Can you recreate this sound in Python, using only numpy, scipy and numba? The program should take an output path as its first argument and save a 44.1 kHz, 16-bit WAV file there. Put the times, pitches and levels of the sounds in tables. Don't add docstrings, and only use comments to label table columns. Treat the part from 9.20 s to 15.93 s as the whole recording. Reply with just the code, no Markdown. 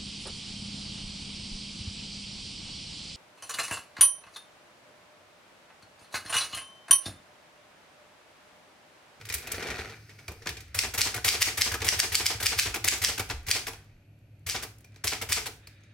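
import sys
import numpy as np
from scipy import signal
from scipy.fft import rfft, irfft
from scipy.io import wavfile
from scipy.ndimage import uniform_filter1d, map_coordinates
from numba import njit

SR = 44100
rng = np.random.default_rng(int(sys.argv[2]) if len(sys.argv) > 2 else 0)


def unload_audio(sound):
    columns = np.transpose(np.atleast_2d(sound))
    steps = np.round(np.clip(columns, -1, 1) * 32767)
    wavfile.write(sys.argv[1], SR, steps.astype(np.int16))


def gain_from_db(level_db):
    decades = np.asarray(level_db, float) / 20
    return 10 ** decades


N = 296793

# (time [s], peak [dB], shiver of bar and ribbon [dB], run-up [dB], fall-back delay [s])
SLUG_HITS = [(1.5883, -9, -18.5, -29, .048), (1.8144, -9.5, -13, -19, 0.046), (2.087, -9, -13, -12, 0.052),
             (2.2252, -8.5, -17, -9, 0.048), (2.4176, -9, -15.5, -15, 0.046),
             (2.6868, -6.5, -22, -19, 0.037), (2.7989, -6, -25, -19, 0.029),
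             (2.9517, -6.5, -20, -19.5, 0.047), (3.0635, -10.5, -17.5, -21, .039),
             (3.2655, -10, -15.5, -14.5, 0.052), (3.3947, -10, -12.5, -13.5, 0.063),
             (3.684, -8, -19.5, -15.5, .039), (3.846, -10.5, -12, -17.5, 0.041),
             (4.3113, -9, -14.5, -24.5, 0.041), (5.296, -23, -4.5, -23.5, 0.053),
             (5.877, -18.5, -8.5, -20.5, 0.044), (6.127, -11.5, -12.5, -16.5, 0.041)]
# (time [s], peak [dB], burst length [s], bounce delay [s], bounce [dB])
KEY_PRESSES = [(1.5428, -19, 0.013, 0.023, -36), (1.775, -14, 0.015, .012, -39.5),
               (2.0425, -9.5, 0.012, 0.014, -22.5), (2.37, -18.5, 0.012, 0.0053, -20),
               (2.642, -17.5, 0.013, .021, -18), (2.7694, -33, .002, .012, -52.5),
               (2.917, -20, 0.021, .012, -50), (3.224, -16.5, 0.0098, 0.011, -39),
               (3.6406, -8.5, 0.0025, 0.0093, -24.5), (3.815, -17, 0.012, 0.011, -29.5),
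               (4.2635, -29, 0.043, 0.018, -19.5), (5.2623, -24, 0.019, .012, -45),
               (5.8378, -15.5, 0.0096, .012, -41), (6.0866, -24, 0.013, 0.0092, -26)]
# (time [s], peak [dB], catch delay [s], catch [dB], bright share [dB])
KEY_RETURNS = [(1.7354, -21, 0.0094, -22.5, -5), (1.94, -17, 0.02, -20.5, -7.5),
               (2.5146, -16.5, 0.024, -15.5, -9.5), (2.602, -24.5, .014, -15, -18.5),
               (3.1992, -20, 0.0085, -28, -6.5), (3.54, -14.5, 0.016, -20, -10),
               (3.772, -32.5, .012, -47, -1), (3.9763, -18, 0.016, -13, -9.5),
               (4.097, -16, 0.0093, -22, -25), (4.466, -19.5, 0.012, -22.5, -9.5),
               (5.422, -24.5, 0.0081, -24.5, -7), (6.012, -20.5, 0.0074, -20.5, -7.5),
               (6.2555, -22, 0.008, -21.5, -8)]
# (time [s], peak [dB], case share [dB], bright share [dB])
LEVER_SWINGS = [(.0094, -32.5, -15, -23), (0.05, -28.5, -30, -10), (.065, -37.5, -17, -13),
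                (0.0865, -22, -33, -10), (0.0973, -18, -20.5, -25), (0.1213, -20.5, -38, -7),
                (.137, -17.5, -28, 0), (0.146, -26, -30, -6), (.1805, -25, -26.5, -16.5),
                (.224, -31, -14, -29), (0.269, -24.5, -12.5, -7), (0.3142, -18.5, -21, -1.5),
                (1.0781, -22.5, -10.5, -14), (1.256, -24, -4.5, -28), (1.268, -13, -40, -28),
                (1.288, -17, -37, -15.5), (1.367, -24, -21, -27), (1.402, -32.5, -19, -8)]
# (time [s], peak [dB], burst length [s])
CARRIAGE_JOLTS = [(0.341, -25, 0.011), (.398, -29, 0.0088), (0.423, -23, 0.0092), (0.467, -24, 0.014),
                  (0.5006, -21, 0.0065), (0.557, -30, .004), (0.581, -29, 0.024), (.652, -40, .004),
                  (0.673, -37, .003), (0.694, -33.5, .008), (0.733, -52, .004), (0.754, -46, 0.0036),
                  (0.764, -46, 0.003), (.891, -38.5, 0.016), (0.986, -39.5, 0.014), (1.219, -36, 0.0081)]
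# (time [s], peak [dB], bright share [dB])
KEY_TOUCHES = [(1.115, -36, -5), (1.304, -41, -15), (1.478, -45, -13), (1.975, -24, -25), (4.088, -32, -6),
               (4.226, -57.5, 5), (4.531, -26.5, -23), (4.64, -54, -6), (4.985, -66, -3), (5.189, -65.5, 1),
               (5.58, -52.5, 5.5), (5.603, -52, 1.5), (5.642, -39.5, -8.5), (5.718, -48, -25),
               (5.741, -44, -20), (5.758, -35, -21), (6.4688, -35, -5.5), (6.605, -50, -20),
               (6.633, -45.5, -20)]

# (centre [Hz], width [Hz], level [dB])
PLATEN_MODES = [(2250, 1080, -2.5), (3380, 990, -2), (4650, 920, 0.5), (5790, 890, 0), (7540, 2600, -5.5)]
# (centre [Hz], width [Hz], level [dB])
LEVER_MODES = [(2020, 580, -3), (2435, 240, 4.5), (2860, 2040, -4.5), (4660, 1024, 1), (5320, 1960, -3)]
# (centre [Hz], width [Hz], level [dB])
CASE_MODES = [(184, 390, -11), (336, 135, -2.5), (442.6, 50.3, 0), (716, 168, -2), (875, 302, -4),
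              (1480, 700, -7)]
# (centre [Hz], width [Hz], level [dB])
RAIL_MODES = [(1270, 330, -3.5), (1506, 270, 2), (1870, 320, 0.5), (2420, 350, 1), (3736, 400, -8.5),
              (4430, 400, -7), (6150, 500, -12), (8000, 3600, -24)]
# (centre [Hz], width [Hz], level [dB])
BEARING_MODES = [(2250, 90, -0.5), (4900, 900, 0), (6230, 500, -4)]
# (centre [Hz], width [Hz], level [dB])
CLOTH_MODES = [(1700, 120, 1), (2450, 330, -2), (3740, 200, -3)]

# (time [s], level [dB], pitch [Hz], time to fall 60 dB [s])
LONE_RINGS = [(.10, -34, 2450, 0.065), (.137, -32, 2300, 0.087), (.273, -34, 2500, .05),
              (.894, -54, 2220, 0.1), (.99, -40, 2250, 0.038), (1.082, -32.5, 2380, 0.03),
              (1.27, -32, 2460, 0.048), (1.37, -36.5, 2400, 0.045), (2.538, -25, 1660, 0.033),
              (2.554, -25.5, 1273, 0.033), (3.56, -35, 335, 0.1), (6.471, -39, 4900, 0.022),
              (5.644, -51, 5800, .03), (4.5, -50, 10200, .25), (5.646, -53, 2400, 0.086),
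              (1.977, -31, 1500, .05), (6.471, -43, 4300, 0.027), (6.471, -44, 2400, 0.037),
              (6.635, -54.5, 6500, 0.027), (1.29, -50, 2450, .3)]
# (pitch [Hz], level under the blow [dB], time to fall 60 dB [s])
BAR_TONES = [(5000, -9.5, .03), (2193, -23.5, 0.027)]
# (pitch [Hz], level under the blow [dB], time to fall 60 dB [s])
KEY_TONES = [(4830, -21, .015), (1910, -22, .04)]
# (pitch [Hz], level under the blow [dB], time to fall 60 dB [s])
SPRING_TONES = [(1502, -14.5, .05), (2410, -17, .06)]
# (pitch [Hz], level under the blow [dB], time to fall 60 dB [s])
RACK_TONES = [(1875, -10.5, 0.045), (1415, -13.5, .05), (430, -14.5, .08)]

# (time [s], level [dB])
CARRIAGE_ROLL = [
    (0, -39),
    (.044, -58),
    (.166, -43),
    (.19, -49),
    (.304, -40),
    (.5, -35),
    (.576, -35.5),
    (.738, -46),
    (.83, -79),
]
# (time [s], level [dB])
MARGIN_STOPS = [
    (1.075, -37),
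    (1.253, -34.5),
]
# (time [s], peak [dB], pitch [Hz])
DESK_THUMPS = [(.101, -41, 85), (.149, -41, 77), (.334, -37, 92), (.489, -39, 73.6), (.59, -37.5, 78.5),
               (1.087, -36, 73.5), (1.298, -39.5, 80), (1.439, -42.5, 86), (1.669, -41.5, 73),
               (1.956, -34, 110), (2.516, -32.5, 92), (2.604, -32.5, 91), (3.149, -35, 103),
               (3.465, -33, 95), (3.51, -39, 62.4), (3.609, -41.5, 96), (3.994, -31.5, 98),
               (4.096, -34.5, 104), (4.138, -36, 63), (4.179, -39.5, 51), (5.41, -48, 81), (6.02, -38, 97),
               (6.249, -44, 109)]
# (time [s], level [dB])
DESK_LEANS = [
    (1.1, -52.5),
    (4.08, -44),
    (4.4, -56),
    (4.65, -62),
    (4.9, -72),
]

# (frequency [Hz], level per Hz [dB])
AIR_COLOUR = [(65, -39), (110, 0), (124, -20.5), (150, -14.5), (169, -22), (217, -22.5), (269, -24),
              (303, -25), (464, -35.5), (564, -30), (1110, -48), (1960, -52.5), (2470, -39.5),
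              (3720, -54.5), (11500, -60.5), (15000, -101.5), (22000, -120)]
# (pitch [Hz], level [dB])
HUM_TONES = [
    (90, -73.5),
    (100.2, -60),
    (143, -68.5),
    (300, -79.5),
]
# (time [s], level [dB])
SLEEVE_RUSTLE = [
    (4.5, -60.5),
    (4.9, -76),
    (5.15, -74.5),
    (5.6, -72.5),
    (5.8, -65.5),
    (6.3, -75),
    (6.5, -65.5),
    (6.73, -66.5),
]
# (frequency [Hz], time to fall 60 dB [s])
ROOM_DECAY = [(300, 0.5), (1500, 0.25), (5000, 0.28), (12000, 0.29)]

FALL_BACK_DB = -17.5
CLACK_LAG_S, CLACK_DB = 0.011, -9.5
BLOW_FLOOR_HZ = 1500

KEY_CASE_DB, KEY_BRIGHT_DB = -17, -6.5
BOUNCE_CASE_DB, BOUNCE_BRIGHT_DB = -14.5, -9
RETURN_CASE_DB, CATCH_CASE_DB, CATCH_DULLER_DB = -12.5, -14, -2.5
JOLT_CASE_DB, JOLT_BRIGHT_DB, TOUCH_CASE_DB = -12.5, -42.5, -12.5
BOUNCE_S, RETURN_S, CATCH_S, LEVER_S, TOUCH_S = 0.0079, 0.0063, 0.0061, 0.004, 0.0019
LINGER_DB, LINGER_S = -44, 0.099
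RING_SCATTER, RACK_SCATTER = 0.07, 0.04

COAST_DB, COAST_ENDS_S = -65.5, 1.4
FRAME_DB, HISS_DB, STOP_FALL_S = -2, -28, 0.03

PUSH_LEAD_S, PUSH_DB, PUSH_HZ = 0.035, -34, 92
LANDING_LAG_S, LANDING_DB, LANDING_HZ = 0.052, -44, 92
SHUDDER_DB, SHUDDER_RISE_S, SHUDDER_FALL_S, SHUDDER_REST_DB = -18.5, 0.04, 0.099, -66.5
SWAY_DB, SWAY_RISE_S, SWAY_FALL_S, SWAY_REST_DB = -46, 0.05, 0.052, -81

AIR_DB = -64.5
WHINE_HZ, WHINE_DB, WHINE_ENDS_S = 12893, -85, 5.3
DRAG_S, DRAG_DB, DRAG_RISE_S, DRAG_FALL_S = 6.3, -65, 0.14, 0.4
MONO_BELOW_HZ = 300
LEFT_RIGHT = np.array([[1], [-1]])


def slugs():
    s, db, shiver_db, run_db, delay = np.transpose(SLUG_HITS)
    run = bursts(s - 0.011, run_db + 1, 0.0067, 0.0025) + bursts(s - 0.03, run_db - 13.5, 0.018, 0.015)
    run = run * grit(2.2, 0.3)
    flight = body(run, LEVER_MODES) + gain_from_db(-3) * bright(run)

    crack = bursts(s, db + 5, 0.001, 0.0022) * grit(1.5, 0.35)
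    shiver = bursts(s, db + shiver_db, 0.00092, 0.041) * grit(2.5, 0.2)
    blow = crack + shiver
    hard = body(blow, PLATEN_MODES) + gain_from_db(-10) * bright(np.abs(blow) * grit(0, 0.5))
    hard = signal.sosfilt(signal.butter(2, BLOW_FLOOR_HZ, "high", fs=SR, output="sos"), hard)

    land = bursts(s + delay - 0.012, FALL_BACK_DB - 11, 0.013, 0.03)
    clack = bursts(s + delay + CLACK_LAG_S, FALL_BACK_DB + CLACK_DB, 0.0012, 0.0027)
    fall = body((land + clack) * grit(2.2, 0.5), LEVER_MODES)
    case = gain_from_db(-3.5) * body(land * grit(1.8, 0.075), CASE_MODES)
    return hard + flight + fall + case


def clicks():
    # time, peak dB, case share dB, bright share dB, burst length s
    rows = [(s, db, KEY_CASE_DB, KEY_BRIGHT_DB, length) for s, db, length, _, _ in KEY_PRESSES]
    rows += [(s + lag, db, BOUNCE_CASE_DB, BOUNCE_BRIGHT_DB, BOUNCE_S) for s, _, _, lag, db in KEY_PRESSES]
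    rows += [(s, db, RETURN_CASE_DB, share, RETURN_S) for s, db, _, _, share in KEY_RETURNS]
    rows += [(s + lag, db, CATCH_CASE_DB, share + CATCH_DULLER_DB, CATCH_S)
             for s, _, lag, db, share in KEY_RETURNS]
    rows += [(*row, LEVER_S) for row in LEVER_SWINGS]
    rows += [(s, db, JOLT_CASE_DB, JOLT_BRIGHT_DB, length) for s, db, length in CARRIAGE_JOLTS]
    rows += [(s, db, TOUCH_CASE_DB, share, TOUCH_S) for s, db, share in KEY_TOUCHES]
    s, db, case_db, bright_db, length = np.transpose(rows)

    chatter = bursts(s, db - 24, 0.013, 0.011) + bursts(s, db + LINGER_DB, 0.02, LINGER_S)
    rattle = bursts(s, db - 9, 0.0032, length) + chatter
    levers = body(rattle * grit(0.66, 0.5), LEVER_MODES)
    spark = bursts(s, db + bright_db - 3.5, 0.0063, 1.1 * length)
    spark = spark + bursts(s, db + bright_db - 24.5, 0.004, 0.029)
    sizzle = bright(spark * grit(1.5, 0.95))
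    answer = bursts(s, db + case_db - 4, 0.0043, 3.18 * length)
    return levers + sizzle + body(answer * grit(1.4, 0.12), CASE_MODES)


def rings():
    out, t = np.zeros((2, N + SR)), np.arange(SR // 2) / SR
    rows = [(*row, 0) for row in LONE_RINGS]
    families = ((SLUG_HITS, BAR_TONES, RING_SCATTER), (KEY_PRESSES, KEY_TONES, RING_SCATTER),
                (KEY_RETURNS, SPRING_TONES, RING_SCATTER), (CARRIAGE_JOLTS, RACK_TONES, RACK_SCATTER))
    for events, tones, scatter in families:
        rows += [(row[0], row[1] + db, hz, t60, scatter) for row in events for hz, db, t60 in tones]
    for (s, db, hz, t60, scatter), chance in zip(rows, rng.standard_normal((len(rows), 3))):
        fade = gain_from_db(db + 30 * scatter * chance[0] - 60 * t / t60) * np.minimum(t / 0.0018, 1)
        turn = 2 * np.pi * hz * (1 + scatter * chance[1]) * t
        i = int(s * SR)
        out[:, i:i + len(t)] += fade * np.sin([turn, turn + 10 * scatter * chance[2]])
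    return out[:, :N]


def carriage():
    t = np.arange(N) / SR
    moving = t < COAST_ENDS_S
    roll = gain_from_db(np.interp(t, *np.transpose(CARRIAGE_ROLL)) - 2) * moving
    chance = rng.standard_normal((200, 2)).T
    trips = np.cumsum(0.0088 * (1 + 0.3 * np.tanh(chance[0])))
    teeth = 0.2 + bursts(trips, 3 + 2.8 * chance[1], 0.0005, 0.003)
    rattle = body(roll * teeth * grit(2.7, 0.32), RAIL_MODES)
    hiss = (gain_from_db(HISS_DB) * roll + gain_from_db(COAST_DB) * moving) * bright(grit(1.5, 0.73))
    drift = gain_from_db(COAST_DB - 1.8) * moving * body(grit(2.4, 0.55), BEARING_MODES)
    frame = [(151.6, 46, -8), (417, 132, -2), (560, 177, -6), (677, 180, -6.5)]  # (Hz, width Hz, dB)
    shake = gain_from_db(FRAME_DB) * roll + bursts(*np.transpose(MARGIN_STOPS), 0.019, STOP_FALL_S)
    return rattle + hiss + drift + body(shake * teeth * grit(1.6, 0.15), frame)


def desk():
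    out, t = np.zeros(N), np.arange(SR // 5) / SR
    knocks = DESK_THUMPS + [(row[0] - PUSH_LEAD_S, PUSH_DB, PUSH_HZ) for row in SLUG_HITS]
    knocks += [(row[0] + LANDING_LAG_S, LANDING_DB, LANDING_HZ) for row in SLUG_HITS]
    for s, db, hz in knocks:
        swell = (t / 0.015) * np.exp(1 - t / 0.011)
        swing = gain_from_db(db + 2) * swell * np.sin(2 * np.pi * hz * t)
        i = int(s * SR)
        out[i:i + len(t)] += swing[:N - i]
    s, db, _ = np.transpose(knocks)
    shudder = gain_from_db(SHUDDER_REST_DB) + bursts(s, db + SHUDDER_DB, SHUDDER_RISE_S, SHUDDER_FALL_S)
    sway = gain_from_db(SWAY_REST_DB) + bursts(s, db + SWAY_DB, SWAY_RISE_S, SWAY_FALL_S)
    sway = sway + bursts(*np.transpose(DESK_LEANS), 0.1, SWAY_FALL_S)
    for size, hz, width in ((sway, 26, 12), (shudder, 63, 22)):
        mode = [(hz, width, 0)]
        rumble = body(body(grit(0, 0.04), mode), mode)
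        out = out + level(rumble, 0) * size
    return out


def air():
    t, hz = np.arange(N) / SR, np.maximum(np.fft.rfftfreq(N, 1 / SR), 1)
    colour_hz, colour_db = np.transpose(AIR_COLOUR)
    colour = gain_from_db(np.interp(np.log(hz), np.log(colour_hz), colour_db))
    mid, side = rfft(rng.standard_normal((2, N))) * colour
    fans = level(irfft(mid + np.minimum(hz / 2500, 0.9) * side * LEFT_RIGHT, N), AIR_DB + 8.5)
    rustle = gain_from_db(np.interp(t, *np.transpose(SLEEVE_RUSTLE))) * body(grit(2, 0.59), RAIL_MODES)
    drag = bursts(DRAG_S, DRAG_DB, DRAG_RISE_S, DRAG_FALL_S) * body(grit(2, 0.7), CLOTH_MODES)
    whine = gain_from_db(WHINE_DB + 3) * np.sin(2 * np.pi * WHINE_HZ * t) * (t < WHINE_ENDS_S)
    hum = sum(np.sqrt(2) * gain_from_db(db) * np.sin(2 * np.pi * pitch * t) for pitch, db in HUM_TONES)
    return fans + rustle + drag + whine + hum


def room(x):
    t = np.arange(SR // 2) / SR
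    tails = [sum(svf(rng.standard_normal(len(t)), float(hz), 1.97 * hz) * gain_from_db(-60 * t / t60)
                 for hz, t60 in ROOM_DECAY) for _ in x]
    spectra = rfft(np.array(tails) * (t > 0.004))
    power = np.abs(spectra) ** 2
    spectra = spectra * np.sqrt(uniform_filter1d(power, size=600) / uniform_filter1d(power, size=16))
    tails = irfft(spectra) * np.clip(4 - 10 * t, 0, 1)
    source = x.mean(axis=0)
    mid, side = (signal.fftconvolve(source, h / np.sqrt(np.sum(h ** 2)))[:N] for h in tails)
    side = signal.lfilter(*signal.butter(2, 1500, "high", fs=SR), side)
    tremble = level(svf(rng.standard_normal(N), 60., 160.), 5)
    mid, side = (map_coordinates(c, [np.arange(N) + tremble], order=3) for c in (mid, side))
    return mid + side * LEFT_RIGHT


def level(x, db):
    return x * gain_from_db(db) / np.sqrt(np.mean(x ** 2))


@njit
def svf(x, hz, width):
    y, b, l = np.empty(len(x)), 0., 0.
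    g, k = np.tan(np.pi * hz / SR), width / hz
    for i in range(len(x)):
        v = (b + g * (x[i] - l)) / (1 + g * (g + k))
        b, l, y[i] = 2 * v - b, l + 2 * g * v, k * v
    return y


@njit
def follow(x, attack, release):
    e, out = 0., np.empty(len(x))
    for i in range(len(x)):
        e += (x[i] - e) * (attack if x[i] > e else release)
        out[i] = e
    return out


def grit(spread_db, apart):
    draws = np.minimum(rng.exponential(size=N // 24 + 1), 3)
    size = gain_from_db(np.repeat(spread_db * draws, 24)[:N])
    mid, side = rng.standard_normal((2, N)) * size / np.sqrt(np.mean(size ** 2))
    return mid + apart * side * LEFT_RIGHT


def body(x, modes):
    norm = np.sqrt(sum(gain_from_db(db) ** 2 * np.pi * width / SR for _, width, db in modes))
    out = np.zeros(x.shape)
    for k, (hz, width, db) in enumerate(modes):
        sign = (-1) ** k
        out += sign * gain_from_db(db) * np.array([svf(c, float(hz), float(width)) for c in x])
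    return out / norm


def bright(x):
    x = signal.sosfilt(signal.butter(2, 7500, "high", fs=SR, output="sos"), x)
    return 1.18 * signal.lfilter(*signal.butter(1, 11000, fs=SR), x)


def bursts(s, db, rise, fall):
    out = np.zeros(N)
    for s, db, rise, fall in np.broadcast(s, db, rise, fall):
        t = np.arange(int((rise + 8 * abs(fall)) * SR)) / SR
        shape = np.minimum(t / rise, 1) ** 2 * np.exp(-np.maximum(t - rise, 0) / max(fall, 0.001))
        i = int(s * SR)
        out[i:i + len(t)] += gain_from_db(db) * shape[:N - i]
    return out


def scene():
    machine = slugs() + clicks() + carriage() + rings()
    mid = machine.mean(axis=0)
    machine = mid + signal.lfilter(*signal.butter(1, MONO_BELOW_HZ, "high", fs=SR), machine - mid)
    lean = 0.07 * body(machine, [(8000, 4000, 0)]) - 0.045 * body(machine, CASE_MODES[4:])
    near = machine + lean * LEFT_RIGHT + desk() + air()
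    near = np.array([near[0], np.roll(near[1], 1)])
    return near + gain_from_db(-10) * room(machine)


def low_pass(x):
    return signal.sosfilt(signal.butter(12, 16800, fs=SR, output="sos"), x)


def record(dry):
    peak = follow(np.abs(dry).max(axis=0), 1 / (0.0014 * SR), 1 / (0.024 * SR))
    gain = np.minimum(gain_from_db(-19) / (peak + 1e-9), 1) ** 0.55
    ahead = int(0.0024 * SR)
    gain = np.append(gain[ahead:], np.ones(ahead))
    soft = np.tanh(1.124 * dry * gain) / 1.073
    cut = signal.ellip(12, 0.3, 70, 15900, fs=SR, output="sos")
    return low_pass(signal.sosfilt(cut, soft))


dry = scene()
out = record(dry)
unload_audio(out)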